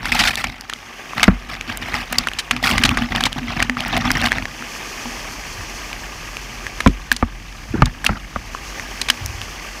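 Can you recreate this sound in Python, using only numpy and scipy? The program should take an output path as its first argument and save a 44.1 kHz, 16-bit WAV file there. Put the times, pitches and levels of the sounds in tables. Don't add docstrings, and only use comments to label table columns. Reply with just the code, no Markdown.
import sys
import numpy as np
from scipy import signal
from scipy.fft import rfft, irfft, next_fast_len
from scipy.io import wavfile
from scipy.ndimage import uniform_filter1d, map_coordinates

SR = 44100
rng = np.random.default_rng(int(sys.argv[2]) if len(sys.argv) > 2 else 0)


def transcribe(signal):
    frames = np.atleast_2d(signal).T
    limited = np.clip(frames, -1, 1)
    pcm = np.round(limited * 32767).astype(np.int16)
    wavfile.write(sys.argv[1], SR, pcm)


N = 432180

HULL_HZ, HULL_WIDTH_HZ = 45.5, 9
MOUNT_HZ, MOUNT_WIDTH_HZ = 241.6, 8.9


def from_db(db):
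    return 10 ** (np.asarray(db) / 20)


def rms_one(x):
    return x / np.sqrt(np.mean(x ** 2) + 1e-20)


def even(x, size):
    return x / np.sqrt(uniform_filter1d(x ** 2, size=size) + 1e-9)


def in_time(rows):
    s, *columns = np.transpose(rows)
    return [np.interp(np.arange(N) / SR, s, column) for column in columns]


def drift(rate):
    knots = rng.standard_normal(8000)
    return rms_one(map_coordinates(knots, [np.arange(N) / SR * rate], order=1, mode="wrap"))


def colour(x, spectrum):
    size = 2 * next_fast_len(N // 2 + 4096)
    hz, db = np.transpose(spectrum)
    grid = np.maximum(np.arange(size // 2 + 1) * SR / size, 1)
    curve_db = np.interp(np.log(grid), np.log(hz), db)
    cepstrum = irfft(np.log(from_db(curve_db)))
    cepstrum[1:size // 2] *= 2
    cepstrum[size // 2 + 1:] = 0
    response = np.exp(rfft(cepstrum))
    return rms_one(irfft(rfft(x, size) * response)[:N])


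def ring(x, hz, width_hz):
    r, w = np.exp(-np.pi * width_hz / SR), 2 * np.pi * hz / SR
    return signal.lfilter([0, np.sin(w)], [1, -2 * r * np.cos(w), r * r], x + 1e-18)


def band(x, low_hz, high_hz):
    edges_hz = [low_hz, min(high_hz, .45 * SR)]
    return signal.sosfilt(signal.butter(2, edges_hz, "band", fs=SR, output="sos"), x)


def add(out, s, sound):
    at = max(round(s * SR), 0)
    out[at:at + len(sound)] += sound[:N - at]


def sinking_tone(t, hz, sink, settle_s):
    pitch = hz * (1 + sink * (np.exp(-t / settle_s) - .5))
    return np.sin(2 * np.pi * np.cumsum(pitch) / SR)


def drops(per_s, spread_db, cycles):
    out = np.zeros(N)
    for hz in np.geomspace(520, 14000, 30):
        smallness = np.sqrt(hz / 2000)
        born = np.flatnonzero(rng.random(N) < per_s / 30 * smallness / SR)
        sizes_db = spread_db * np.minimum(rng.exponential(1, len(born)), 3.5)
        clicks = np.zeros(N)
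        clicks[born] = from_db(sizes_db) * rng.choice([-1, 1], len(born))
        bubbles = ring(ring(clicks, hz, hz / (cycles * smallness)), hz, hz / 2)
        out += np.sqrt(hz) * rms_one(bubbles)
    speed = 1 + .04 * drift(45)
    return rms_one(map_coordinates(out, [np.cumsum(speed)], order=1, mode="wrap"))


def impacts(per_s, spread_db, decay_s):
    chance, sizes = rng.random(N), rng.standard_normal(N)
    hits = (chance < per_s / SR) * from_db(spread_db * np.clip(sizes, -2, 2))
    return signal.lfilter([1], [1, -np.exp(-1 / (decay_s * SR))], hits + 1e-18)


# time in seconds, level of the roar in dB.
RAPID_LEVEL = [(0, -36.5), (.6, -46), (1.15, -34.5), (1.55, -40), (1.9, -34.5), (2.4, -38), (4.35, -40.5),
               (4.7, -33), (5.2, -32), (6.1, -35), (6.85, -36.5), (7.25, -44), (7.65, -40.5), (8.3, -42),
               (8.7, -34.5), (9.8, -35.5)]
# time in seconds, relative level in dB.
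FOAM_SHARE = [(.2, -30), (.7, -6), (1.5, -12), (3.9, -7.5), (4.6, -4)]
# frequency in Hz, relative density in dB.
ROAR_SPECTRUM = [(100, -1), (350, 6), (550, -0.5), (800, 2.5), (1050, 1.5), (1200, 6.5), (1370, -6),
                 (1600, 4), (2100, 2.5), (2500, 3.5), (3200, -1.5), (3700, -10), (4500, -24)]
# frequency in Hz, relative density in dB.
FOAM_SPECTRUM = [(2800, -5), (3800, -9.5), (4300, 1.5), (5000, 3), (6300, 4), (7400, -5.5), (9800, -12.5),
                 (10800, -10), (15500, -17)]
ROAR_FLUTTER_DB = .9


def rapid(dip_gain):
    roar_db, = in_time(RAPID_LEVEL)
    share_db, = in_time(FOAM_SHARE)
    bubbles = rng.standard_normal(N) + 0.74 * drops(per_s=4000, spread_db=5.5, cycles=7.9)
    roar = from_db(ROAR_FLUTTER_DB * drift(25)) * colour(bubbles, ROAR_SPECTRUM)
    foam = from_db(share_db + drift(30)) * colour(rng.standard_normal(N), FOAM_SPECTRUM)
    return from_db(roar_db) * (roar + dip_gain * foam)


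# time in seconds, level in dB.
CURRENT_LEVEL = [(0, -30), (.95, -58), (1.35, -38), (4.8, -44.5), (5.15, -36.5), (8.4, -34.5), (9.7, -37.5)]
# frequency in Hz, relative density in dB.
BUFFET_SPECTRUM = [(20, -38), (55, -7.5), (90, 1.5), (170, -4), (330, -9.5), (400, -24.5), (900, -46)]
SPRAY_BOOM_DB, HULL_LAG_S = -7, 0.034


def boat(weight_gain, rumble_db=-8):
    current_db, = in_time(CURRENT_LEVEL)
    keep = np.exp(-1 / (HULL_LAG_S * SR))
    spray_power = (from_db(SPRAY_BOOM_DB) * weight_gain) ** 2
    rocking_power = signal.lfilter([1 - keep], [1, -keep], spray_power)
    boom = ring(ring(rng.standard_normal(N), HULL_HZ, HULL_WIDTH_HZ), HULL_HZ, 2 * HULL_WIDTH_HZ)
    rumble = from_db(rumble_db) * colour(rng.standard_normal(N), BUFFET_SPECTRUM)
    return np.sqrt(from_db(current_db) ** 2 + rocking_power) * (even(boom, size=6000) + rumble)


# start in seconds, level in dB.
SURGES = [(2.531, -26), (2.7, -18), (2.999, -16), (3.413, -22), (3.689, -18.5), (3.961, -19),
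          (4.069, -19.5), (4.338, -27.5), (4.599, -30), (5.051, -28)]


def surges(rise_s=0.017, detune=0.024, roughness=0.17):
    out, t = np.zeros(N), np.arange(12000) / SR
    swell = (t / rise_s) * np.exp(1 - t / rise_s)
    for (s, db), load in zip(SURGES, rng.standard_normal(len(SURGES))):
        note = np.sin(2 * np.pi * MOUNT_HZ * (1 + detune * load) * t)
        add(out, s, from_db(db) * swell * note)
    return out * (1 + roughness * drift(110))


# start in seconds, relative level in dB,
# hold in seconds, weight in dB (heavy water above 0, fine spray below).
SHOWERS = [(.028, -31, 0.13, -2), (0.117, -24.5, 0.078, -3.5), (.19, -23, 0.026, 1.5),
           (0.236, -24, 0.064, -5.5), (0.369, -29.5, 0.034, -6), (0.441, -34.5, 0.028, 9),
           (1.16, -28.5, 0.092, 1), (1.488, -33.5, 0.052, -2), (1.675, -31, 0.04, 2),
           (1.8, -34.5, 0.15, 0.5), (1.935, -29, 0.068, -2), (2.11, -34, 0.12, 3.5),
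           (2.506, -38.5, 0.069, 9.5), (2.626, -20.5, 0.075, -5.5), (2.719, -32.5, 0.22, 14),
           (2.969, -31.5, 0.066, 9), (3.105, -30.5, 0.017, 9), (3.148, -25, 0.016, 4),
           (3.202, -32.5, 0.061, 7.5), (3.36, -30, 0.0063, 9.5), (3.468, -33.5, 0.065, 7),
           (3.563, -31.5, 0.06, 9.5), (3.768, -33, 0.35, 5.5), (3.922, -28, 0.049, 8.5),
           (4.029, -29.5, 0.11, 8), (4.15, -27.5, 0.12, 5.5), (4.234, -23.5, 0.023, -3),
           (4.324, -35, 0.086, 9.5), (8.045, -30.5, 0.013, -4)]
SHOWER_ATTACK_S, SHOWER_RELEASE_S = 0.0025, 0.019
RUNOFF_DB, RUNOFF_S = -9, 0.13
STRAY_DROPS_DB = -47.5


def showers():
    power, t = np.zeros((3, N)), np.arange(SR) / SR
    for s, db, hold_s, weight_db in SHOWERS:
        after = np.maximum(t - hold_s, 0)
        runoff = from_db(RUNOFF_DB) * np.exp(-after / RUNOFF_S)
        fall = np.exp(-after / SHOWER_RELEASE_S) + runoff
        shape = np.minimum(t / SHOWER_ATTACK_S, 1) * fall / (1 + from_db(RUNOFF_DB))
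        for part, part_db in zip(power, (db, db - weight_db, db + weight_db)):
            add(part, s, (from_db(part_db) * shape) ** 2)
    return np.sqrt(power + from_db(STRAY_DROPS_DB) ** 2)


# frequency in Hz, relative density in dB.
PATTER_SPECTRUM = [(450, -16.5), (600, -8.5), (750, 1), (980, -6), (1200, 0.5), (1500, -2), (2050, 2),
                   (3300, -4), (4200, -6.5), (5500, -5), (7000, -13), (10000, -54)]
# frequency in Hz, relative density in dB.
MIST_SPECTRUM = [(900, 0), (2400, -17), (4500, 8), (7500, -4), (15500, -9.5)]


def spray(drop_gain, mist_gain, weight_gain, patter_db=4.5, gurgle_db=6.0, tick_db=-7,
          buffet_db=-6, hum_db=-6.0, mist_db=-10, split_hz=1350):
    clumps = from_db(4 * drift(80) + 2.8 * drift(280))
    plops = rms_one(band(drops(per_s=3400, spread_db=4.1, cycles=17), 300, 4600))
    ticks = rms_one(rng.standard_normal(N) * (rng.random(N) < 7000 / SR))
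    landing = clumps * (plops + from_db(tick_db) * ticks)
    both = even(colour(landing, PATTER_SPECTRUM), size=1800)
    gurgle = signal.sosfiltfilt(signal.butter(2, split_hz, fs=SR, output="sos"), both)
    patter = both - gurgle
    drumming = from_db(patter_db) * drop_gain * patter
    drumming += from_db(gurgle_db) * np.sqrt(drop_gain * weight_gain) * gurgle
    buffet = even(colour(clumps * rng.standard_normal(N), BUFFET_SPECTRUM), size=5000)
    hum = even(ring(rng.standard_normal(N), MOUNT_HZ, MOUNT_WIDTH_HZ), size=5000)
    heavy = weight_gain * (from_db(buffet_db) * buffet + from_db(hum_db) * hum)
    mist = even(colour(clumps * ticks, MIST_SPECTRUM), size=1800)
    return drumming + from_db(mist_db) * mist_gain * mist + heavy


# start in seconds, relative level in dB.
FLECKS = [(.150, -8), (0.44, -16), (1.773, -8), (2.126, -6), (3.881, -10.5), (3.977, -9), (4.204, -20),
          (7.126, -3), (8.049, -5)]
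# frequency in Hz, relative density in dB.
FLECK_SPECTRUM = [(2600, -4), (7000, -2), (15500, -6)]


def flecks(drop_gain, stray_db=-3, fleck_s=0.00084):
    t = np.arange(512) / SR
    nearby = uniform_filter1d(drop_gain, size=9000)
    bursts = from_db(stray_db) * nearby * impacts(per_s=20, spread_db=1.5, decay_s=fleck_s)
    for s, db in FLECKS:
        add(bursts, s, from_db(db) / 2 * np.exp(-t / fleck_s))
    return bursts * colour(rng.standard_normal(N), FLECK_SPECTRUM)


# start in seconds, level in dB, middle pitch of the bubble in Hz.
FAT_DROPS = [(.356, -5, 3800), (.377, -7.5, 1940), (.610, -13.5, 4970), (.728, -15, 1300), (.736, -8, 3300),
             (1.134, -13.5, 1140), (1.197, -5, 1790), (1.552, -14, 2030), (1.611, -7.5, 2460),
             (1.942, -3.5, 2030), (2.286, -4.5, 2850), (2.316, -15.5, 1700), (2.335, -11, 3060),
             (2.565, -7, 2500), (2.657, -8, 1210), (2.713, -1, 2860), (2.892, 2.5, 2700), (3.149, -13, 820),
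             (3.161, -3, 3130), (3.238, 4.5, 3400), (3.267, -7.5, 930), (3.329, -8, 3220),
             (3.603, -1, 1950), (3.697, 1, 1920), (3.770, -9.5, 1250), (3.806, -5, 3040), (3.850, -9, 2000),
             (3.934, -11, 884), (4.050, -15, 1150), (4.105, 0.5, 1670), (4.116, 1.5, 5300),
             (4.153, -8, 2070), (4.216, -7.5, 4140), (4.319, 3.5, 1810), (4.328, -6, 2100),
             (4.384, -6, 1950), (4.455, -7, 1880), (4.624, -15.5, 1460), (5.057, -17.5, 910),
             (5.930, -10.5, 2500), (6.369, -7.5, 2600), (6.667, -7, 1850), (8.549, -10.5, 1140),
             (8.797, -10.5, 2000), (9.261, -6.5, 6100), (9.416, -11, 2820)]


def fat_drops(cycles=2.12, sink=0.24, crack_db=-13, crack_s=0.001):
    out, t = np.zeros(N), np.arange(1024) / SR
    for s, db, hz in FAT_DROPS:
        ring_s = cycles / hz
        ping = np.exp(-t / ring_s) * sinking_tone(t, hz, sink, ring_s)
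        crack = np.exp(-t / crack_s) * rms_one(band(rng.standard_normal(len(t)), hz / 2, 2.58 * hz))
        add(out, s, from_db(db) * (ping + from_db(crack_db) * crack))
    return out


# start in seconds, churn level in dB, length in seconds,
# upper edge of the churn in Hz, bubble level in dB.
SLOSHES = [(1.284, -23, 0.055, 320, -30), (5.567, -29.5, 0.065, 106, -41), (6.862, -9, 0.031, 370, -42),
           (7.684, -24.5, 0.045, 163, -46), (7.738, -15.5, 0.029, 416, -28),
           (7.776, -21, 0.065, 330, -34.5), (7.861, -21, 0.024, 150, -29.5),
           (8.094, -20.5, 0.043, 302, -28.5), (8.154, -32, 0.022, 258, -30), (9.202, -26.5, 0.21, 115, -44)]


def sloshes(froth_length=1.0):
    out, froth, t = np.zeros(N), np.zeros(N), np.arange(24000) / SR
    onset = 1 - np.exp(-t / 0.00092)
    for s, db, length_s, top_hz, bubbles_db in SLOSHES:
        churn = rng.standard_normal(len(t))
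        for _ in range(3):
            churn = band(churn, 55, top_hz)
        add(out, s, from_db(db) * onset * np.exp(-(t / length_s) ** 2) * even(churn, size=1500))
        add(froth, s, from_db(bubbles_db) * onset * np.exp(-(t / (froth_length * length_s)) ** 2))
    bubbles = drops(per_s=5700, spread_db=4.5, cycles=14)
    muffled = even(band(band(bubbles, 510, 2100), 510, 2100), size=1500)
    return out + froth * muffled


# start in seconds, level in dB, middle pitch of the trapped air in Hz,
# length of the splat in seconds.
SLAPS = [(0.055, -9, 1860, 0.0043), (0.120, -4, 1970, 0.0026), (.191, -10, 2900, 0.026),
         (.237, -8.5, 2300, 0.0067), (.273, -8, 2720, 0.013), (0.441, -8, 1750, 0.0056),
         (0.697, -11, 1780, 0.0037), (1.23, 3, 2160, 0.0052), (1.239, -3.5, 2150, 0.0052),
         (2.127, -8, 1670, 0.0045), (2.184, 2.5, 4560, 0.0034), (2.271, -7.5, 1429, 0.0044),
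         (2.387, -14, 3400, 0.016), (2.510, -1.5, 2210, 0.0055), (2.78, -2, 2020, 0.0041),
         (2.836, 1, 2480, 0.0048), (2.851, -6, 2600, 0.011), (2.972, -6, 1517, 0.0045),
         (3.207, -9, 2400, 0.005), (3.254, -10, 2900, 0.014), (3.625, -1.5, 2370, 0.0043),
         (3.966, -7, 2050, 0.0037), (4.26, -6.5, 2950, 0.0037), (6.804, -7, 1800, 0.0047),
         (6.873, -5.5, 2280, 0.0041), (7.116, 5.5, 1640, 0.0029), (7.164, -15, 4500, 0.005),
         (7.857, -10.5, 3720, 0.0037), (8.043, -11, 1630, 0.0031), (8.064, 0.5, 2640, 0.0042),
         (9.015, -9, 4040, 0.0048), (9.086, -11.5, 2540, 0.0067), (9.1, 3.5, 2960, 0.0042)]


def slaps(sink=0.14, settle_s=0.004, crack_db=-13, wash_db=-26, wash_s=0.013, thud_db=-28,
          rise_s=0.00028):
    out, t = np.zeros(N), np.arange(4096) / SR
    for s, db, hz, length_s in SLAPS:
        crack, wash, flutter = rng.standard_normal((3, len(t)))
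        splat = (1 - np.exp(-(t / rise_s) ** 2)) * np.exp(-(t / length_s) ** 2)
        broken = np.clip(length_s / 0.0065, 0, 1)
        ping = (1 - broken) * sinking_tone(t, hz, sink, settle_s)
        ping += broken / 2 * even(band(flutter, 0.48 * hz, 1.48 * hz), size=128)
        cracks = from_db(crack_db) * np.sqrt(hz / 2500) * rms_one(band(crack, 740, 8000))
        sound = splat * (np.sqrt(2) * ping + cracks)
        sound += from_db(wash_db) * np.exp(-t / wash_s) * rms_one(band(wash, 1230, 4200))
        sound += from_db(thud_db) * np.exp(-t / 0.022) * np.sin(2 * np.pi * MOUNT_HZ * t)
        add(out, s, from_db(db) * sound)
    return out


# start in seconds, smack level in dB, middle pitch of the smack in Hz,
# gulp level in dB, middle pitch of the gulp in Hz, hull boom level in dB.
PLUNGES = [(1.280, 2.5, 1430, 11, 212, -8), (6.862, 3.5, 1044, 5.5, 233.5, -7),
           (7.226, -3.5, 1233, -4, 263, -15), (7.821, 3.5, 1243, 7, 142, -9.5),
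           (8.092, -7, 1340, -15.5, 196, -20), (8.360, -10.5, 1220, -16.5, 239, -26.5)]


def plunges(smack_s=0.0038, gulp_s=0.0077, boom_s=0.044, shove_db=8, shove_hz=72, shove_s=0.014,
            gargle_db=-5, gargle_s=0.0035, wash_db=-27, wash_s=0.01, mount_db=-21, mount_s=0.0275):
    out, t = np.zeros(N), np.arange(20000) / SR
    swell = 1 - np.exp(-(t / 0.0016) ** 2)
    for s, smack_db, smack_hz, gulp_db, gulp_hz, boom_db in PLUNGES:
        bright, dull = rng.standard_normal((2, len(t)))
        splat = even(band(band(bright, 800, 2400), 800, 2400), size=200)
        gargle = even(band(band(dull, 400, 1050), 400, 1050), size=300)
        smack_tone = sinking_tone(t, smack_hz, sink=0.15, settle_s=0.0037)
        smack = np.exp(-t / smack_s) * (smack_tone + 0.22 * splat)
        smack += from_db(gargle_db) * np.exp(-t / gargle_s) * gargle
        smack += from_db(wash_db) * np.exp(-t / wash_s) * splat
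        gulp = np.exp(-t / gulp_s) * sinking_tone(t, gulp_hz, sink=0.3, settle_s=0.006)
        gulp += from_db(mount_db) * np.exp(-t / mount_s) * np.sin(2 * np.pi * MOUNT_HZ * t)
        boom = np.exp(-t / boom_s) * np.sin(2 * np.pi * HULL_HZ * t)
        boom += from_db(shove_db) * np.exp(-t / shove_s) * np.sin(2 * np.pi * shove_hz * t)
        low = swell * (from_db(gulp_db) * gulp + from_db(boom_db) * boom)
        add(out, s, from_db(smack_db) * smack + low)
    return out


DIP_DB, RECOVERY_S = -5.5, 0.17


def dips_after_plunges():
    depth, t = np.zeros(N), np.arange(SR) / SR
    for s, _, _, gulp_db, _, _ in PLUNGES:
        add(depth, s, min(from_db(gulp_db), 1) * np.exp(-t / RECOVERY_S))
    return from_db(DIP_DB * depth)


def scene():
    drop_gain, mist_gain, weight_gain = showers()
    dip_gain = dips_after_plunges()
    background = rapid(dip_gain) + boat(weight_gain)
    ducked_spray = dip_gain * spray(drop_gain, mist_gain, weight_gain)
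    drops_on_housing = ducked_spray + flecks(drop_gain) + fat_drops()
    solid_water = surges() + sloshes() + slaps() + plunges()
    return (background + drops_on_housing + solid_water)[None]


CUTOFF_HZ = 15500


def record(dry, low_cut_hz=33):
    lean = signal.sosfilt(signal.butter(2, low_cut_hz, "high", fs=SR, output="sos"), dry)
    rounded = lean / (1 + (lean / .93) ** 6) ** (1 / 6)
    return signal.sosfilt(signal.ellip(10, .1, 70, CUTOFF_HZ, fs=SR, output="sos"), rounded)


dry = scene()
out = record(dry)
transcribe(out)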